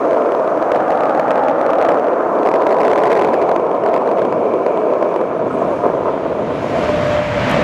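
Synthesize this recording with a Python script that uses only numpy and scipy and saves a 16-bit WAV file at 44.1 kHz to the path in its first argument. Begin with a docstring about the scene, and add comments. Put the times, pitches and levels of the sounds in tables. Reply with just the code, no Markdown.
"""Skateboard slowing on wet asphalt

Random pushes from the stones of a coarse road excite the resonances of the deck; bumps make them ring.
Band-shaped noise gives spray, mist and a low rumble; at the end a broad rush and a hum swell up.
Drops tick on the muffling case of the microphone that rides along.
The input overloads on the strongest swings; fine bright crackle joins the overload."""
import sys
import numpy as np
from scipy import signal
from scipy.fft import rfft, irfft, next_fast_len
from scipy.io import wavfile
from scipy.ndimage import uniform_filter1d, map_coordinates

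SR = 44100
rng = np.random.default_rng(int(sys.argv[2]) if len(sys.argv) > 2 else 0)


def store_pcm(level_fs):
    """Save levels as 16-bit WAV."""
    pcm = np.round(np.clip(level_fs, -1, 1) * 32767).astype(np.int16)
    wavfile.write(sys.argv[1], SR, np.atleast_2d(pcm).T)


def gain_from_db(level_db):
    """Convert decibel levels to linear amplitude factors (20 dB per decade)."""
    decades = np.asarray(level_db, float) / 20
    return 10 ** decades


N = 336483

# Strength of the roll. Each row: time in seconds, low deck modes in dB, upper deck modes in dB.
ROLL_LEVEL = [(0, -13, -24), (.7, -16.5, -24), (1.3, -16, -23.5), (1.65, -15, -23.5), (1.93, -14, -24),
              (2.03, -14, -24.5), (2.3, -16, -23), (2.45, -13, -21), (3.25, -13.5, -22), (3.8, -17, -25),
              (3.92, -14, -22.5), (4.4, -14.5, -27), (4.92, -14, -26), (5.4, -18, -28), (6.0, -18, -27.5),
              (6.6, -21.5, -32.5), (7.16, -23.5, -31.5), (7.27, -31, -32.5), (7.63, -19, -33.5)]
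# Stones under the wheels. Each row: time in seconds, stones per second.
STONE_RATE = [(0, 3000), (4, 2500), (5.2, 1200), (5.8, 510), (6.5, 820), (7.63, 860)]
# Deck modes while carving and while running straight, low and upper.
# Each row: centre in Hz, width in Hz, relative level in dB, signed weight (a factor).
LOW_CARVING = [(310, 69, -9.5, 0.96), (490, 116, -2.5, 0.8), (668, 119, -2, -1.034)]
LOW_STRAIGHT = [(317, 183, -7.5, 0.89), (447.6, 134, 0, -0.96), (674, 99, 0, 0.93)]
UPPER_CARVING = [(890, 326, 2, -0.65), (1237, 230, 8.5, 0.96), (1578, 650, -2, -1.25)]
UPPER_STRAIGHT = [(949, 242, 2.5, 0.77), (1077, 111, 1.5, -0.53), (1245, 380, -11.5, -1.3)]
# Carving against running straight. Each row: time in seconds, carving share of the power from 0 to 1.
CARVING_SHARE = [(0, 0.47), (.5, 0.5), (1.0, 0.95), (1.9, 0.92), (2.2, 0.49), (2.45, 0.12), (4.5, 0.18),
                 (5.3, 0.28), (7.63, 0.34)]
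# Short rough stretches. Each row: centre in seconds, swell in dB, half width to 1/e of the swell in seconds.
ROUGH_PATCHES = [(.721, 3.5, .004), (1.038, 2, .004), (1.313, 2.5, .007), (1.36, 1.5, .004),
                 (1.891, 4, 0.0067), (1.947, 4, 0.0044), (2.85, 0, 0.0048), (2.936, 3, 0.0051),
                 (2.961, 2.5, 0.0045), (3.039, 4.5, 0.0081), (3.1, 3, .004), (3.118, 4.5, 0.0076),
                 (3.25, 4.5, 0.0047), (5.63, 3.5, 0.024), (5.7, 4, 0.018), (5.859, 8.5, 0.022),
                 (6.078, 6.5, 0.02), (6.261, 9.5, 0.0053), (6.32, 4.5, 0.013), (6.39, 3, 0.023),
                 (6.513, 8.5, 0.012), (6.79, 5.5, 0.061)]
# The deck mode that slides as the board leans. Each row: time in seconds, centre in Hz, level in dB.
SLIDING_MODE = [(0.3, 693, -39.5), (0.6, 710, -24), (0.85, 752, -19), (1.1, 800, -22), (1.45, 843, -20.5),
                (1.75, 803, -25), (1.9, 714, -14.5), (2.05, 700, -31), (2.4, 718, -25), (2.65, 770, -23),
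                (3.2, 767, -19.5), (3.6, 708, -25.5), (4.2, 733, -29.5), (4.6, 724, -42)]
# Bumps in the road. Each row: time of the peak in seconds, peak in dB.
BUMPS = [(0.085, -9), (0.173, -1.5), (0.321, -5), (0.35, -2), (0.397, -5.5), (0.477, -6.5), (0.626, -4),
         (0.719, -1.5), (0.76, -0.5), (0.764, -1), (0.831, -7.5), (0.881, -3), (0.906, -2), (0.95, -9.5),
         (0.984, -5.5), (1.008, -2), (1.036, 1.5), (1.074, -4.5), (1.055, -6), (1.096, -3), (1.101, -6.5),
         (1.109, -5), (1.15, -3), (1.163, -5), (1.176, -7), (1.197, 0.5), (1.257, -10), (1.281, -1),
         (1.288, -4.5), (1.308, 0.5), (1.316, -5), (1.358, -2.5), (1.38, -4.5), (1.387, -7.5), (1.394, -6),
         (1.438, -7), (1.485, -5.5), (1.513, -7), (1.582, -9), (1.594, -5), (1.614, -4), (1.628, -3),
         (1.665, -3), (1.693, -4), (1.702, -6.5), (1.706, -10), (1.734, -3), (1.755, -4), (1.786, -4.5),
         (1.79, -4.5), (1.815, -8), (1.826, -1.5), (1.852, -3), (1.862, -7), (1.876, -5.5), (1.888, -9.5),
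         (1.904, -3), (1.914, -7.5), (1.92, -3), (1.925, -4.5), (1.937, -8.5), (1.945, -3), (1.955, -4),
         (1.974, -3.5), (2.044, -3), (2.137, -6), (2.26, -6.5), (2.362, -7.5), (2.398, -4), (2.463, -2.5),
         (2.489, -2), (2.514, -3.5), (2.54, -6), (2.56, -2.5), (2.598, -2), (2.648, -8), (2.668, -2.5),
         (2.695, -8), (2.718, -8.5), (2.744, -4.5), (2.803, -6), (2.809, -4.5), (2.816, -7), (2.826, -8.5),
         (2.833, -6.5), (2.85, -12), (2.869, -10.5), (2.881, -5.5), (2.899, -3.5), (2.915, -3.5),
         (2.933, -8), (2.958, -6.5), (2.978, -5.5), (2.985, -3.5), (2.992, -4), (3.002, -6.5), (3.037, -9),
         (3.056, -9), (3.063, -4.5), (3.07, -5.5), (3.078, -6.5), (3.097, -6.5), (3.117, -4), (3.13, -3),
         (3.152, -6), (3.171, -4.5), (3.195, -4.5), (3.214, -2.5), (3.222, 0), (3.248, -4), (3.268, -8),
         (3.29, -7.5), (3.303, -7.5), (3.327, -5.5), (3.417, -7.5), (3.493, -2), (3.515, -4.5),
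         (3.525, -6.5), (3.563, -1.5), (3.597, -4), (3.666, -5.5), (3.694, -5), (3.715, -11.5),
         (3.746, -4.5), (3.862, -3), (3.889, -6), (3.942, -3.5), (3.968, -8.5), (4.012, -11.5),
         (4.02, -6.5), (4.061, -8), (4.076, -13.5), (4.084, -6), (4.091, -7), (4.115, -3.5), (4.255, -8),
         (4.326, -2.5), (4.665, -2.5), (4.775, -5), (4.8, -18), (4.927, -8.5), (4.937, -9), (5.028, -1.5),
         (5.142, -9), (5.162, -4), (5.206, -6.5), (5.212, -11.5), (5.627, -7.5), (5.838, -21), (5.864, 1),
         (5.901, -6), (5.94, -5.5), (5.972, -17), (6.058, -4.5), (6.077, -8), (6.165, -9), (6.264, -9),
         (6.368, -15), (6.424, -10), (6.457, -22), (6.503, -21), (6.645, -8.5), (6.893, -5)]
# Colour of the scrape. Each row: frequency in Hz, relative density in dB per Hz.
SCRAPE_COLOUR = [(600, -120), (900, -41), (1150, -13), (1280, 5), (1420, -5), (1800, -43), (2600, -120)]
# Fine crackle of the overload. 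Each row: time in seconds, crackles per second.
CRACKLE_RATE = [(0, 15), (.7, 25), (1.0, 50), (1.9, 50), (2.1, 25), (2.45, 90), (2.9, 220), (3.25, 220),
                (3.55, 80), (3.8, 30), (4.1, 90), (4.4, 12), (5.3, 6), (6.1, 3), (6.4, 0.1), (7.63, 0.1)]
# Colour of the crackle. Each row: frequency in Hz, relative gain in dB.
CRACKLE_COLOUR = [(800, -59), (1800, -2.5), (2500, -1.5), (4000, -6.5), (7000, -14), (11000, -20.5),
                  (16000, -34)]
# Large drops on the case. Each row: start in seconds, starting level in dB, pitch in Hz.
DROPS = [(4.867, -48, 11100), (5.014, -44, 5900), (5.09, -40.5, 5650), (5.279, -53, 12500),
         (5.371, -50, 10500), (5.383, -47.5, 10000), (5.397, -45, 6060), (5.47, -45, 6530),
         (5.481, -44, 6700), (5.496, -46, 6200), (5.514, -48.5, 8500), (5.532, -42.5, 8000),
         (5.544, -42.5, 8600), (5.555, -45.5, 8100), (5.588, -45, 6500), (5.6, -44, 7600),
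         (5.609, -46, 7600), (5.616, -39.5, 6200), (5.691, -49, 7200), (5.704, -43, 7000),
         (5.73, -47, 10700)]
# Fine droplets around the splash through a puddle. Each row: time in seconds, droplets per second.
DRIZZLE_RATE = [(4.6, 20), (5.3, 40), (5.47, 150), (5.53, 1200), (5.75, 800), (5.9, 300), (6.2, 20),
                (6.5, 0)]
# Water off the wheels. Each row: time in seconds, spray in dB, mist in dB.
WATER_LEVEL = [(0, -47.5, -55.5), (1.9, -49, -61), (2.3, -50, -59), (3, -49.5, -58.5), (3.4, -41, -57.5),
               (3.7, -46.5, -62), (4.2, -44, -59), (5.2, -43.5, -58.5), (5.46, -49.5, -63.5),
               (5.53, -45, -58), (5.75, -46, -55.5), (6.0, -49.5, -59), (6.4, -51.5, -59.5),
               (6.65, -43, -53), (6.85, -40, -50.5), (7.16, -46, -53.5), (7.25, -35.5, -55),
               (7.63, -37.5, -51)]
# Colours of spray and mist. Each row: frequency in Hz, relative density in dB per Hz.
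SPRAY_COLOUR = [(1200, -30), (1600, -7), (1980, -13), (2150, -5), (2280, 1), (2450, -3), (2750, -10),
                (3500, -19), (4500, -30), (7000, -60)]
MIST_COLOUR = [(2500, -29.5), (4000, 0), (5500, -1.5), (6300, 1), (7500, -7), (9000, -8.5), (10500, -9),
               (13000, -20), (16000, -36.5)]
# Traffic and wind. Each row: time in seconds, rumble in dB.
RUMBLE_LEVEL = [(0, -37), (1.2, -30.5), (2.3, -36.5), (3.4, -27.5), (5.2, -30.5), (5.5, -23.5), (6.4, -28),
                (6.8, -19), (7.25, -28), (7.6, -18.5)]
# Colour of the rumble. Each row: frequency in Hz, relative density in dB per Hz.
RUMBLE_COLOUR = [(15, -68), (25, -26.5), (70, -20), (135, -6), (260, -4), (340, -9.5), (570, -120)]
# The late rush and its bright top. Each row: time in seconds, level in dB.
RUSH_LEVEL = [(4.8, -51.5), (5.5, -34), (6.4, -28.5), (6.87, -18.5), (7.15, -15), (7.25, -18.5),
              (7.5, -12.5), (7.63, -13.5)]
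WASH_LEVEL = [(6.3, -69.5), (6.55, -56), (6.72, -48.5), (6.85, -44), (7.0, -46.5), (7.13, -41.5),
              (7.19, -49), (7.24, -46.5), (7.4, -44.5), (7.63, -43)]
# Colours of the rush, its bright top and the spits. Each row: frequency in Hz, relative density in dB per Hz.
RUSH_COLOUR = [(18, -41.5), (40, 1), (110, 5), (230, -6.5), (370, -17.5), (600, -3.5), (800, -12.5),
               (1100, -13), (2000, -17.5), (3200, -25), (5000, -38.5), (7500, -46.5), (9000, -58.5),
               (12000, -65.5), (16000, -68.5)]
WASH_COLOUR = [(1200, -39), (2000, -7), (3000, 0.8), (4500, 2), (6000, -2), (7600, -6.5), (8400, -18),
               (10000, -21), (13000, -24.5), (16000, -44)]
SPIT_COLOUR = [(2500, -16), (6000, 1.5), (8500, -2), (11000, 0), (12500, -6), (14500, -11.5), (16000, -18)]
# The hum, which swells and then fades as it sags. Each row: time in seconds, pitch in Hz, level in dB.
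HUM = [(6.74, 602, -45), (6.79, 600, -25), (6.85, 599, -22), (6.9, 598, -18.5), (7.0, 597, -18),
       (7.17, 595, -16), (7.23, 595, -22), (7.32, 592, -24), (7.39, 582, -25), (7.45, 580, -31),
       (7.63, 578, -31)]
# Bright spits. Each row: start in seconds, starting level in dB, time to fall by 60 dB in seconds.
SPITS = [(7.4966, -37, 0.023), (7.5125, -31.5, 0.02), (7.5367, -44.5, 0.02)]
# Where the input overloads. Each row: time in seconds, ceiling of upward swings in dB.
CEILING = [(0, -5), (.4, -6), (.75, -6), (.9, -6), (1.5, -5), (2.3, -5.5), (2.8, -6.5), (3.25, -7.5),
           (3.55, -6), (4.3, -6.5), (4.55, -3.5), (5.2, -5), (5.5, 0), (5.8, 2.5), (7.63, 2)]


def unit(x):
    """Normalisation: scale to rms 1."""
    return x / np.sqrt(np.mean(x ** 2) + 1e-20)


def curves(rows):
    """Linear interpolation: one value per sample for each column after the time."""
    s, *cols = np.transpose(rows)
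    return [np.interp(np.arange(N) / SR, s, c) for c in cols]


def wobble(rate):
    """Slow random modulation: a smooth curve through random knots, rate of them per second."""
    knots = rng.standard_normal(int(N * rate / SR) + 4)
    return map_coordinates(knots, [np.arange(N) * rate / SR])


def filtered(x, response):
    """Linear filtering: the spectrum of x times a complex response of frequency."""
    m = next_fast_len(N + 8192)
    return irfft(rfft(x, m) * response(np.fft.rfftfreq(m, 1 / SR)), m)[:N]


def resonances(modes, soft_hz):
    """Modal superposition: damped modes add with their signs; soft wheels and case each dull the treble."""
    def response(f):
        total = 0
        for centre, width, db, sign in modes:
            total = total + sign * gain_from_db(db) * 1j * f * width / (centre ** 2 - f ** 2 + 1j * f * width)
        return total / (1 + 1j * f / soft_hz) ** 2
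    return response


def hiss(colour, patchy_db):
    """Turbulent noise: random gains over time and frequency, then a spectral colour, at rms 1."""
    z = signal.stft(rng.standard_normal(N + 512), nperseg=512)[2]
    field = uniform_filter1d(rng.standard_normal(z.shape), 6, 0)
    field = uniform_filter1d(field, 12, 1)
    noise = signal.istft(z * gain_from_db(patchy_db * unit(field)), nperseg=512)[1][:N]
    hz, db = np.transpose(colour)
    return unit(filtered(noise, lambda f: gain_from_db(np.interp(np.log(f + 1), np.log(hz + 1), db))))


def road(scatter_db, smooth):
    """Random excitation: stones push by scattered amounts, over the fine texture of the road."""
    chance = curves(STONE_RATE)[0] / SR
    hit = rng.random(N) < chance
    size = np.minimum(rng.exponential(size=N), 3.5)
    side = np.sign(rng.standard_normal(N))
    # dividing by the root of the rate keeps the power even as stones thin out
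    stones = unit(hit * side * gain_from_db(scatter_db * size) / np.sqrt(chance))
    return stones + smooth * rng.standard_normal(N)


def rolling():
    """Forced vibration: the road shakes deck modes that shift with the rider's weight; rough patches swell all."""
    bump_swell_db, bump_swell_s = 0.5, 0.0036  # brief swell after each bump; its lag and 1/e half width
    t = np.arange(N) / SR
    carve = curves(CARVING_SHARE)[0]
    patches = gain_from_db(0.27 * wobble(30))
    swell_db = sum(db * np.exp(-((t - s) / width) ** 2) for s, db, width in ROUGH_PATCHES)
    bumped = np.bincount([round((s + bump_swell_s) * SR) for s, _ in BUMPS], minlength=N)
    bell = np.exp(-((t[:SR // 20] - 1 / 40) / bump_swell_s) ** 2)
    swell_db += bump_swell_db * signal.fftconvolve(bumped, bell, 'same')
    low_gain, upper_gain = gain_from_db(np.array(curves(ROLL_LEVEL)) + swell_db)
    out = np.zeros(N)
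    stances = (carve, LOW_CARVING, UPPER_CARVING), (1 - carve, LOW_STRAIGHT, UPPER_STRAIGHT)
    for share, low, upper in stances:
        shake = patches * road(scatter_db=3.5, smooth=0.46)
        low_part = low_gain * unit(filtered(shake, resonances(low, soft_hz=700)))
        upper_part = upper_gain * unit(filtered(shake, resonances(upper, soft_hz=1040)))
        out += np.sqrt(share) * (low_part + upper_part)
    return out


def sliding_mode():
    """Moving resonance: slow swings of the shaking modulate a carrier of moving pitch, in two quadratures."""
    width_hz = 170  # between the half-amplitude points
    hz, db = curves(SLIDING_MODE)
    phase = 2 * np.pi * np.cumsum(hz) / SR
    shake = road(scatter_db=4.0, smooth=0.62)
    out = np.zeros(N)
    for carrier in (np.cos(phase), np.sin(phase)):
        swings = filtered(shake * carrier, lambda f: 1 / (1 + 2j * f / width_hz) ** 2)
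        out += carrier * swings
    return gain_from_db(db) * unit(out)


def jolts():
    """Impulse response: a bump pushes the deck briefly and the modes of the present stance ring out."""
    push_s = 0.00026  # 1/e half width of the push
    t = np.arange(N) / SR
    push = np.exp(-((t - 3 * push_s) / push_s) ** 2)

    def ring(modes, soft_hz):
        return unit(filtered(push, resonances(modes, soft_hz))[:SR // 10])

    rings = []
    # upper modes against the low ones in dB: carving, then straight
    for low, upper, upper_db in ((LOW_CARVING, UPPER_CARVING, -10), (LOW_STRAIGHT, UPPER_STRAIGHT, -5)):
        r = ring(low, 920) + gain_from_db(upper_db) * ring(upper, 1000)
        strongest = r[np.argmax(np.abs(r))]
        rings.append(r / strongest)  # the strongest swing points up, at 1
    carve = curves(CARVING_SHARE)[0]
    out = np.zeros(N + SR)
    for s, db in BUMPS:
        shape = rings[int(carve[round(s * SR)] < .5)]
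        start = round(s * SR) - np.argmax(shape)
        out[start:][:len(shape)] += gain_from_db(db) * shape
    return out[:N]


def scrape():
    """Sliding friction: a wheel drags sideways for a moment, a narrow band of noise."""
    centre_s, half_s, level_db = 5.52, .035, -31
    envelope = np.exp(-((np.arange(N) / SR - centre_s) / half_s) ** 2)
    return gain_from_db(level_db) * envelope * hiss(SCRAPE_COLOUR, patchy_db=2.5)


def crackle():
    """Random crackle: short bright ticks of scattered size, one more at each earlier bump, each repeating briefly."""
    least_db, scatter_db = -40, 2.5  # scattered ticks, before each is randomly weakened
    bump_tick_db, bump_lag_s, bump_until_s = -27, .0005, 5.9  # against the bump; later bumps do not tick
    repeat_s, repeat_loss_db = .0008, 3  # spacing and loss of the repeats, which alternate in sign
    hit = rng.random(N) < curves(CRACKLE_RATE)[0] / SR
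    size = np.minimum(rng.exponential(size=N), 3)
    ticks = hit * gain_from_db(least_db + scatter_db * size)
    s, db = np.transpose(BUMPS)
    ticks[np.round((s + bump_lag_s) * SR).astype(int)] = gain_from_db(db + bump_tick_db) * (s < bump_until_s)
    repeated = np.zeros(N)
    for k in range(3):
        gain = (-1) ** k * gain_from_db(-repeat_loss_db * k)
        repeated += gain * np.roll(ticks, round(k * repeat_s * SR)) * rng.random(N)
    hz, colour_db = np.transpose(CRACKLE_COLOUR)

    def colour(f):
        gain = gain_from_db(np.interp(np.log(f + 1), np.log(hz), colour_db))
        return gain / gain.mean()

    return filtered(repeated, colour)


def drops():
    """Damped oscillation: each drop is a tiny ping of its own pitch; fine ones fall at random."""
    t60_s = .006
    fine_db, fine_scatter_db, fine_hz, fine_spread = -60, 3, 7400, .16  # spread of the log of the pitch
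    falling = np.arange(N) > DRIZZLE_RATE[0][0] * SR  # none before the first row
    fine = np.flatnonzero(rng.random(N) < curves(DRIZZLE_RATE)[0] * falling / SR)
    chance = rng.standard_normal((len(fine), 2))
    s, db, hz = np.transpose(DROPS)
    start = np.r_[np.round(s * SR).astype(int), fine]
    db = np.r_[db, fine_db + fine_scatter_db * chance[:, 0]]
    hz = np.r_[hz, np.minimum(fine_hz * np.exp(fine_spread * chance[:, 1]), SR / 3)]
    k = np.arange(SR // 50)
    decay = gain_from_db(db[:, None] - 60 * k / SR / t60_s)
    pings = decay * np.sin(2 * np.pi * hz[:, None] * k / SR)
    return np.bincount((start[:, None] + k).ravel(), pings.ravel(), minlength=N)[:N]


def water():
    """Broadband noise of many droplets: coarse spray off the wheels and a finer mist above it."""
    spray_db, mist_db = curves(WATER_LEVEL)
    spray = gain_from_db(spray_db) * hiss(SPRAY_COLOUR, patchy_db=1.1)
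    return spray + gain_from_db(mist_db) * hiss(MIST_COLOUR, patchy_db=1.2)


def late_rush():
    """Modulated noise and tone: a broad rush swells in, with a hum and a few bright decaying spits."""
    t = np.arange(N) / SR
    rush = gain_from_db(curves(RUSH_LEVEL)[0] + 0.56 * wobble(8.5)) * hiss(RUSH_COLOUR, patchy_db=0.9)
    wash = gain_from_db(curves(WASH_LEVEL)[0]) * hiss(WASH_COLOUR, patchy_db=.5)
    hz, db = curves(HUM)
    hz = hz + 2.2 * wobble(25)
    hum = np.sqrt(2) * gain_from_db(db + 1.1 * wobble(30)) * np.sin(2 * np.pi * np.cumsum(hz) / SR)
    gate = sum((t > s) * gain_from_db(db - 60 * np.abs(t - s) / t60) for s, db, t60 in SPITS)
    return rush + wash + hum + gate * hiss(SPIT_COLOUR, patchy_db=1.5)


def rumble():
    """Low-frequency noise: traffic and wind, drifting in level."""
    level_db = curves(RUMBLE_LEVEL)[0] + 1.6 * wobble(5.2)
    return gain_from_db(level_db) * hiss(RUMBLE_COLOUR, patchy_db=-0.9)


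def scene():
    """Linear superposition: every source adds at the one microphone."""
    board = rolling() + sliding_mode() + jolts() + scrape()
    ticking = crackle() + drops()
    return (board + ticking + water() + late_rush() + rumble())[None]


def bend(x, limit, knee):
    """Saturation: swings approach the limit, more abruptly for a higher knee."""
    return x / (1 + np.abs(x / limit) ** knee) ** (1 / knee)


def low_pass(x):
    """Removes everything above the highest recorded frequency."""
    return signal.sosfilt(signal.butter(12, 15830, fs=SR, output="sos"), x)


def record(dry):
    """Overload: swings flatten at the ceiling, and a bass cut after it tilts the flat tops."""
    lower_db = 0.3  # downward swings have this much more room
    soft_above_db = 3  # the microphone gives way gently towards this far above the ceiling
    top = gain_from_db(curves(CEILING)[0] + lower_db * (dry[0] < 0))
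    soft = bend(dry[0], top * gain_from_db(soft_above_db), knee=6)
    flattened = bend(soft, top, knee=60)
    mix = filtered(flattened, lambda f: 1j * f / (230 + 1j * f))
    return low_pass(mix[None])


dry = scene()
out = record(dry)
store_pcm(out)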